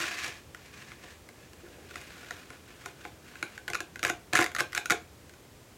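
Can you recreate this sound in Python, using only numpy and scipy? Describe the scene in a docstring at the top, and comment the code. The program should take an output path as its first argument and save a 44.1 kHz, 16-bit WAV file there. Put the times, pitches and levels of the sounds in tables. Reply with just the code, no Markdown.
"""Stiff card scrapes over felt with a few dry ticks: a paper cutout is being worked off a felt board.
Fingers rub and pick at it, a sleeve drags on the frame, then its hook fastener lets go in short rips.
Each hook that snaps free gives a tiny crack, sends a bending wave through the card and tugs the board.
The board thumps as it springs back. Around it all: a living room's short tail and low rumble."""
import sys
import numpy as np
from scipy import signal
from scipy.fft import rfft, irfft
from scipy.io import wavfile

SR = 44100
rng = np.random.default_rng(int(sys.argv[2]) if len(sys.argv) > 2 else 0)


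def wav_record(signal):
    """Record a signal, one row per channel, as 16-bit PCM in the file named by sys.argv[1]."""
    frames = np.transpose(np.atleast_2d(signal))
    bounded = np.clip(frames, -1, 1)
    # unit amplitude maps onto the largest positive 16-bit level
    quanta = np.round(bounded * 32767).astype(np.int16)
    wavfile.write(sys.argv[1], SR, quanta)


N = 254765
TIME = np.arange(N) / SR
USUAL_PITCH_HZ, BEND_SPREAD = 1673, 0.069  # card at its usual bend; share it strays from hook to hook

# rumble and hiss of the house: frequency_hz, level_db
ROOM_TONE_SPECTRUM = [(15, -72), (28, -39), (45, -6.5), (76, 2.5), (120, -1.5), (190, -6), (300, -5),
                      (480, -7.5), (800, -14), (1400, -17), (2000, -18), (4000, -22.5), (7700, -23.5),
                      (9000, -26.5), (16000, -30.5)]
# colour of the room's tail: frequency_hz, gain_db
TAIL_SPECTRUM = [(100, -19.5), (350, -1), (750, -2), (1100, -6.5), (1420, -10.5), (1700, -11.5),
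                 (1950, -13.5), (2400, -6.5), (3000, -6), (3800, -5), (5500, -10), (7500, -5.5),
                 (14000, -6)]
# decay of the room's tail: frequency_hz, t60_s
TAIL_DECAY = [(120, 0.2), (500, 0.22), (1600, 0.27), (4000, 0.25), (14000, 0.12)]

# skin rubbing on card: frequency_hz, level_db
SKIN_SPECTRUM = [(100, -5), (320, -3), (900, -10.5), (1200, -3), (1520, 4), (1850, 0), (2500, -1),
                 (3700, -7.5), (7000, -12), (9000, -17.5), (15500, -24)]
# card scraping on felt: frequency_hz, level_db
SCRAPE_SPECTRUM = [(100, -46), (320, -7), (560, -14.5), (700, -5), (850, -12.5), (1100, -2), (1400, -1.5),
                   (1750, 6), (2100, 1), (2450, 2.5), (3300, -5), (4500, -7), (6600, -8.5), (9000, -17),
                   (15500, -28)]
# what the card radiates when flicked: frequency_hz, level_db
CARD_SPECTRUM = [(500, -27), (790, -12), (960, -18.5), (1150, -8.5), (1350, -1), (1490, 5.5), (1690, -6.5),
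                 (1920, 1), (2250, -6), (3000, -14.5), (4200, -20), (8000, -54)]
# the crack of a hook: frequency_hz, level_db
CRACK_SPECTRUM = [(900, -12.5), (2000, 0.5), (3200, -2), (4500, -3.5), (6800, -0.5), (8500, -8),
                  (10800, -9.5), (13000, -14.5), (15500, -24)]
# the board's modes before a hand damps them: pitch_hz, level_db, t60_s
BOARD_MODES = [(73, -47, 0.071), (132.3, -9.5, 0.15), (190, -16, 0.057), (296, -3, 0.05), (326, -1, 0.067),
               (393, 4, 0.026), (485, -17, 0.068), (518, -1.5, 0.036), (698, 1, 0.059), (803, -2, 0.034),
               (1058, 0.5, 0.043)]

# a sleeve drags over the top of the board: start_s, length_s, level_db
SLEEVE_DRAGS = [(1.63, 0.033, -54), (1.745, 0.066, -52.5)]
# fingers stroke the card: start_s, length_s, level_db
FINGER_RUBS = [(1.64, 0.25, -59.5), (1.94, 0.14, -51.5), (2.12, 0.29, -51.5), (2.52, 0.022, -56),
               (2.7, 0.019, -57), (2.83, 0.045, -53.5), (3.035, 0.027, -54.5), (3.29, 0.26, -56.5)]
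# the card slides over the felt: start_s, length_s, level_db
CARD_SLIDES = [(0.0, 0.039, -34.5), (0.1, 0.11, -38.5), (0.245, 0.02, -36), (0.62, 0.05, -56.5),
               (0.77, 0.042, -51), (0.9, 0.023, -54), (1.035, 0.076, -54.5), (1.4, 0.063, -61.5)]
# the board springs back as the fastener gives: start_s, level_db
BOARD_RECOILS = [(4.101, -41), (4.336, -38), (4.39, -34), (4.909, -29), (4.922, -37)]
# a whole patch of hooks gives way: start_s, length_s, level_db, unused
HOOK_RIPS = [(3.679, 0.00385, -35.5, -47), (3.744, 0.014, -30.5, -45), (3.804, 0.003, -40.5, -46),
             (4.033, 0.009, -32, -44), (4.059, 0.045, -35.5, -41), (4.328, 0.02, -37.5, -33),
             (4.35, 0.028, -28, -30.5), (4.381, 0.052, -28.5, -34.5), (4.582, 0.03, -30.5, -42),
             (4.758, 0.017, -38, -45), (4.899, 0.025, -28, -36)]
# single snaps and ticks: mostly hooks and fibres letting go, with a few handling ticks and a bump on the board
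# (levels before trims): start_s, pitch_hz, card_db, crack_db, tug_db
ACCENT_SNAPS = [(0.002, 1600, -34.5, -37, -38), (0.0381, 1640, -29.5, -54, -37.5),
                (0.246, 2020, -51, -41, -58), (0.2793, 2000, -43, -41, -38), (0.547, 1670, -38.5, -49, -49.5),
                (0.918, 1680, -41, -56, -49), (1.037, 1680, -57, -63, -44.5), (1.2892, 1800, -47, -51, -51),
                (1.533, 1860, -59, -51.5, -51), (1.9093, 1590, -43.5, -53, -55),
                (1.9573, 1655, -34.5, -44, -43.5), (2.014, 2180, -64, -47, -63),
                (2.3083, 1581, -31.5, -41, -39.5), (2.5036, 1620, -42, -50, -47),
                (2.8595, 1670, -35, -40.5, -39), (3.0512, 1714, -36.5, -53, -37.5),
                (3.3554, 1820, -40.5, -58, -61), (3.4272, 1800, -25, -37, -35.5),
                (3.578, 1710, -36, -48, -59), (3.684, 1670, -34, -44, -41),
                (3.701, 1780, -33.5, -38.5, -35.5), (3.734, 1930, -29, -37, -41),
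                (3.8045, 1860, -30.5, -36, -37.5), (3.9581, 1705, -37.5, -41.5, -55),
                (3.9933, 1800, -39, -44, -61), (4.0298, 1890, -25.5, -32.5, -35.5),
                (4.0495, 1780, -21.5, -27, -27.5), (4.0985, 1710, -23, -30.5, -28),
                (4.3329, 1970, -24.5, -27.5, -26), (4.354, 1550, -18, -25, -28.5),
                (4.389, 1530, -20, -35, -20), (4.4115, 1515, -27, -34, -24), (4.4421, 1620, -25.5, -32, -53),
                (4.4622, 1780, -29.5, -36, -45), (4.5172, 1700, -43, -49, -49),
                (4.5493, 1606, -28.5, -33.5, -43.5), (4.5637, 1610, -27, -38, -59),
                (4.605, 1750, -21, -28.5, -28.5), (4.722, 1690, -49, -47, -60), (4.7304, 1650, -34, -42, -55),
                (4.7495, 1690, -28, -30.5, -51), (4.777, 1745, -22.5, -30, -40.5),
                (4.8575, 1670, -29.5, -34.5, -46), (4.9055, 1680, -19, -24, -28),
                (4.9224, 1810, -23.5, -37, -26), (5.2947, 1700, -52, -52.5, -70),
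                (5.3377, 1690, -53, -56, -68)]


def from_db(db):
    """Decibels to gain."""
    return 10 ** (np.asarray(db) / 20)


def rms_one(x):
    """Scale to rms 1."""
    return x / np.sqrt(np.mean(x ** 2) + 1e-20)


def as_burst(x):
    """Scale a short sound to the energy of 4 ms at rms 1."""
    return x * np.sqrt(.004 * SR / (np.sum(x ** 2) + 1e-20))


def add(out, start_s, sound):
    """Mix a sound in at its cue."""
    at = int(start_s * SR)
    out[at:at + len(sound)] += sound[:len(out) - at]


def colour(x, spectrum):
    """Minimum-phase EQ that follows a spectrum, so nothing rings ahead of an attack."""
    size = 8192
    hz, db = np.transpose(spectrum)
    bin_hz = np.arange(size // 2 + 1) * SR / size
    log_gain = np.log(from_db(np.interp(np.log(bin_hz + 1), np.log(hz), db)))
    cepstrum = irfft(log_gain)[:size // 2]
    cepstrum[1:] *= 2
    impulse = irfft(np.exp(rfft(cepstrum, size)))
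    return signal.fftconvolve(x, impulse)[:len(x)]


def drift(per_s):
    """A wandering random control signal at rms 1."""
    knots = rng.standard_normal(4000)
    return rms_one(np.interp(TIME * per_s, np.arange(len(knots)), knots))


def grains(per_s, spread_db):
    """Random clicks of uneven size and sign."""
    sizes = from_db(spread_db * np.minimum(rng.exponential(1, N), 4))
    signs = rng.choice([-1, 1], N)
    return sizes * signs * (rng.random(N) < per_s / SR)


def strokes(rows, attack_s, release_db_per_s):
    """Envelope of a series of strokes: each swells up to its start, holds for its length and dies away."""
    gain = np.zeros(N)
    for start_s, length_s, level_db in rows:
        swell = np.clip(1 + (TIME - start_s) / attack_s, 0, 1)
        fade_db = release_db_per_s * np.maximum(TIME - start_s - length_s, 0)
        gain = np.maximum(gain, swell * from_db(level_db - fade_db))
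    return gain


def room_tone(level_db=-53.5):
    """The bed: low steady rumble of the house under a faint hiss."""
    rumble = colour(rng.standard_normal(N + SR), ROOM_TONE_SPECTRUM)[SR:]
    return from_db(level_db) * rms_one(rumble)


def living_room(x, onset_s=0.002):
    """The room adds a short diffuse tail that builds quickly and dies soonest in the high treble."""
    t = TIME[:SR // 2]
    hz, t60 = np.transpose(TAIL_DECAY)
    edges_hz = np.geomspace(50, 17000, 8)
    build_up = 1 - np.exp(-(t / onset_s) ** 2)
    tail = np.zeros(len(t))
    for low, high in zip(edges_hz, edges_hz[1:]):
        band_t60 = np.interp(np.log(low * high) / 2, np.log(hz), t60)
        envelope = from_db(-60 * t / band_t60) * build_up
        band = signal.butter(2, [low, high], "band", fs=SR, output="sos")
        noise = signal.sosfilt(band, rng.standard_normal(len(t)))
        tail += noise * envelope / np.linalg.norm(envelope)
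    return x + signal.fftconvolve(x, colour(tail, TAIL_SPECTRUM))[:N]


def sleeve(band_hz=(290, 530), rough_db=6.5):
    """Cloth dragged over the frame makes the board groan, faint and rough."""
    band = signal.butter(2, band_hz, "band", fs=SR, output="sos")
    groan = signal.sosfilt(band, grains(per_s=900, spread_db=0.5) + 1e-18)
    roughness = from_db(rough_db * drift(per_s=120))
    return strokes(SLEEVE_DRAGS, attack_s=.03, release_db_per_s=250) * rms_one(groan * roughness)


def friction(pressure, spectrum, flutter_db=2.5):
    """A grainy scrape: fibres catch and slip by the thousand, in uneven spurts."""
    fibres = colour(grains(per_s=6000, spread_db=2.5), spectrum)
    flutter = from_db(flutter_db * drift(per_s=160))
    return pressure * flutter * rms_one(fibres)


def board_knock(detune, uneven_db, rise_s, hand_t60_s):
    """One blow rings the board's modes, a little differently each time; the holding hand damps them."""
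    hz, db, t60 = np.transpose(BOARD_MODES)[:, :, None]
    t = TIME[:SR // 8]
    shift, strength, phase = rng.standard_normal((3, len(BOARD_MODES), 1))
    decays = from_db(db + uneven_db * strength - 60 * t / t60)
    tones = np.sin(2 * np.pi * hz * (1 + detune * shift) * t + np.pi * phase)
    attack = 1 - np.exp(-t / rise_s)
    damping = from_db(-60 * t / hand_t60_s)
    return as_burst((decays * tones).sum(0) * attack * damping)


def recoils(dull_hz=220):
    """Let go, the stretched board springs back with a dull thump on its low modes."""
    out = np.zeros(N)
    for start_s, level_db in BOARD_RECOILS:
        knock = board_knock(detune=0.042, uneven_db=0, rise_s=.0028, hand_t60_s=0.14)
        thump = signal.lfilter(*signal.butter(1, dull_hz, fs=SR), knock)
        add(out, start_s, from_db(level_db) * as_burst(thump))
    return out


def card_flick(travel_s=0.000401, echo_s=0.0011096, edge_gain=0.85):
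    """A bending wave in card: highs run fastest, so it chirps down; two edges send it back."""
    size = 2048
    hz = np.arange(size // 2 + 1) * SR / size
    bounces = np.arange(3)
    delays_s = travel_s + echo_s * bounces * rng.uniform(.8, 1.2, 3)  # as they are at 1500 Hz
    arrivals = np.exp(-4j * np.pi * delays_s[:, None] * np.sqrt(1500 * hz))
    wave = irfft((-edge_gain) ** bounces @ arrivals)
    return as_burst(colour(wave, CARD_SPECTRUM))


def snap(pitch_hz, card_db, crack_db, tug_db, crack_s=0.0017, board_lag_s=0.00046, tug_trim_db=-1.5):
    """One hook lets go: a bright crack, a chirp in the card (higher when bent tight), a board knock."""
    out, t = np.zeros(SR // 7), TIME[:SR // 50]
    crack = colour(rng.standard_normal(len(t)) * np.exp(-t / crack_s), CRACK_SPECTRUM)
    chirp = card_flick()
    repitched = np.interp(t * pitch_hz / USUAL_PITCH_HZ, TIME[:len(chirp)], chirp)
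    knock = board_knock(detune=0.021, uneven_db=2, rise_s=0.0019, hand_t60_s=0.34)
    add(out, 0, from_db(crack_db) * as_burst(crack))
    add(out, 0, from_db(card_db) * as_burst(repitched))
    add(out, board_lag_s, from_db(tug_db + tug_trim_db) * knock)
    return out


def snap_runs(rows, per_s, spread_db, card_db, crack_db, tug_db):
    """Hooks or fibres load and let go in a ragged run through each pull, at levels relative to it."""
    out = np.zeros(N)
    balance_db = np.array([card_db, crack_db, tug_db])
    for start_s, length_s, pull_db, *_ in rows:
        count = max(1, round(length_s * per_s))
        for slot, (late, bend, *uneven) in enumerate(rng.standard_normal((count, 5))):
            cue_s = start_s + length_s * (slot + np.clip(.3 + .2 * late, 0, 1)) / count
            pitch_hz = USUAL_PITCH_HZ * np.exp(BEND_SPREAD * bend)
            levels_db = pull_db + balance_db + spread_db * np.clip(uneven, -1.5, 1.5)
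            add(out, cue_s, snap(pitch_hz, *levels_db))
    return out


def single_snaps(trim_db=-0.26):
    """The accents: snaps and ticks that stand out on their own, mostly hooks and fibres letting go, a few from
    handling and a bump on the board."""
    out = np.zeros(N)
    for start_s, pitch_hz, *levels_db in ACCENT_SNAPS:
        add(out, start_s, snap(pitch_hz, *levels_db))
    return from_db(trim_db) * out


def scene():
    """The mono mix: rubbing and the ripping fastener share one room, over its bed of rumble."""
    scrape = friction(strokes(CARD_SLIDES, attack_s=0.088, release_db_per_s=176), SCRAPE_SPECTRUM)
    fingers = friction(strokes(FINGER_RUBS, attack_s=0.12, release_db_per_s=145.5), SKIN_SPECTRUM)
    rips = snap_runs(HOOK_RIPS, per_s=170, spread_db=2, card_db=2.5, crack_db=-4.5, tug_db=-11)
    # fibres catch under the fingers, and the card's edge snags on the felt
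    catches = snap_runs(FINGER_RUBS, per_s=11, spread_db=0.5, card_db=1.5, crack_db=-6, tug_db=-1)
    snags = snap_runs(CARD_SLIDES, per_s=30, spread_db=0.5, card_db=-8, crack_db=-10, tug_db=-11)
    rubbing = scrape + snags + fingers + catches + sleeve()
    fastener = single_snaps() + rips + recoils()
    return (living_room(rubbing + fastener) + room_tone())[None]


def record(dry, low_cut_hz=36, high_cut_hz=16100):
    """The microphone sheds the deepest bass; the top is cut steeply."""
    low_cut = signal.butter(4, low_cut_hz, "high", fs=SR, output="sos")
    high_cut = signal.ellip(10, .1, 80, high_cut_hz, fs=SR, output="sos")
    return signal.sosfilt(high_cut, signal.sosfilt(low_cut, dry))


dry = scene()
out = record(dry)
wav_record(out)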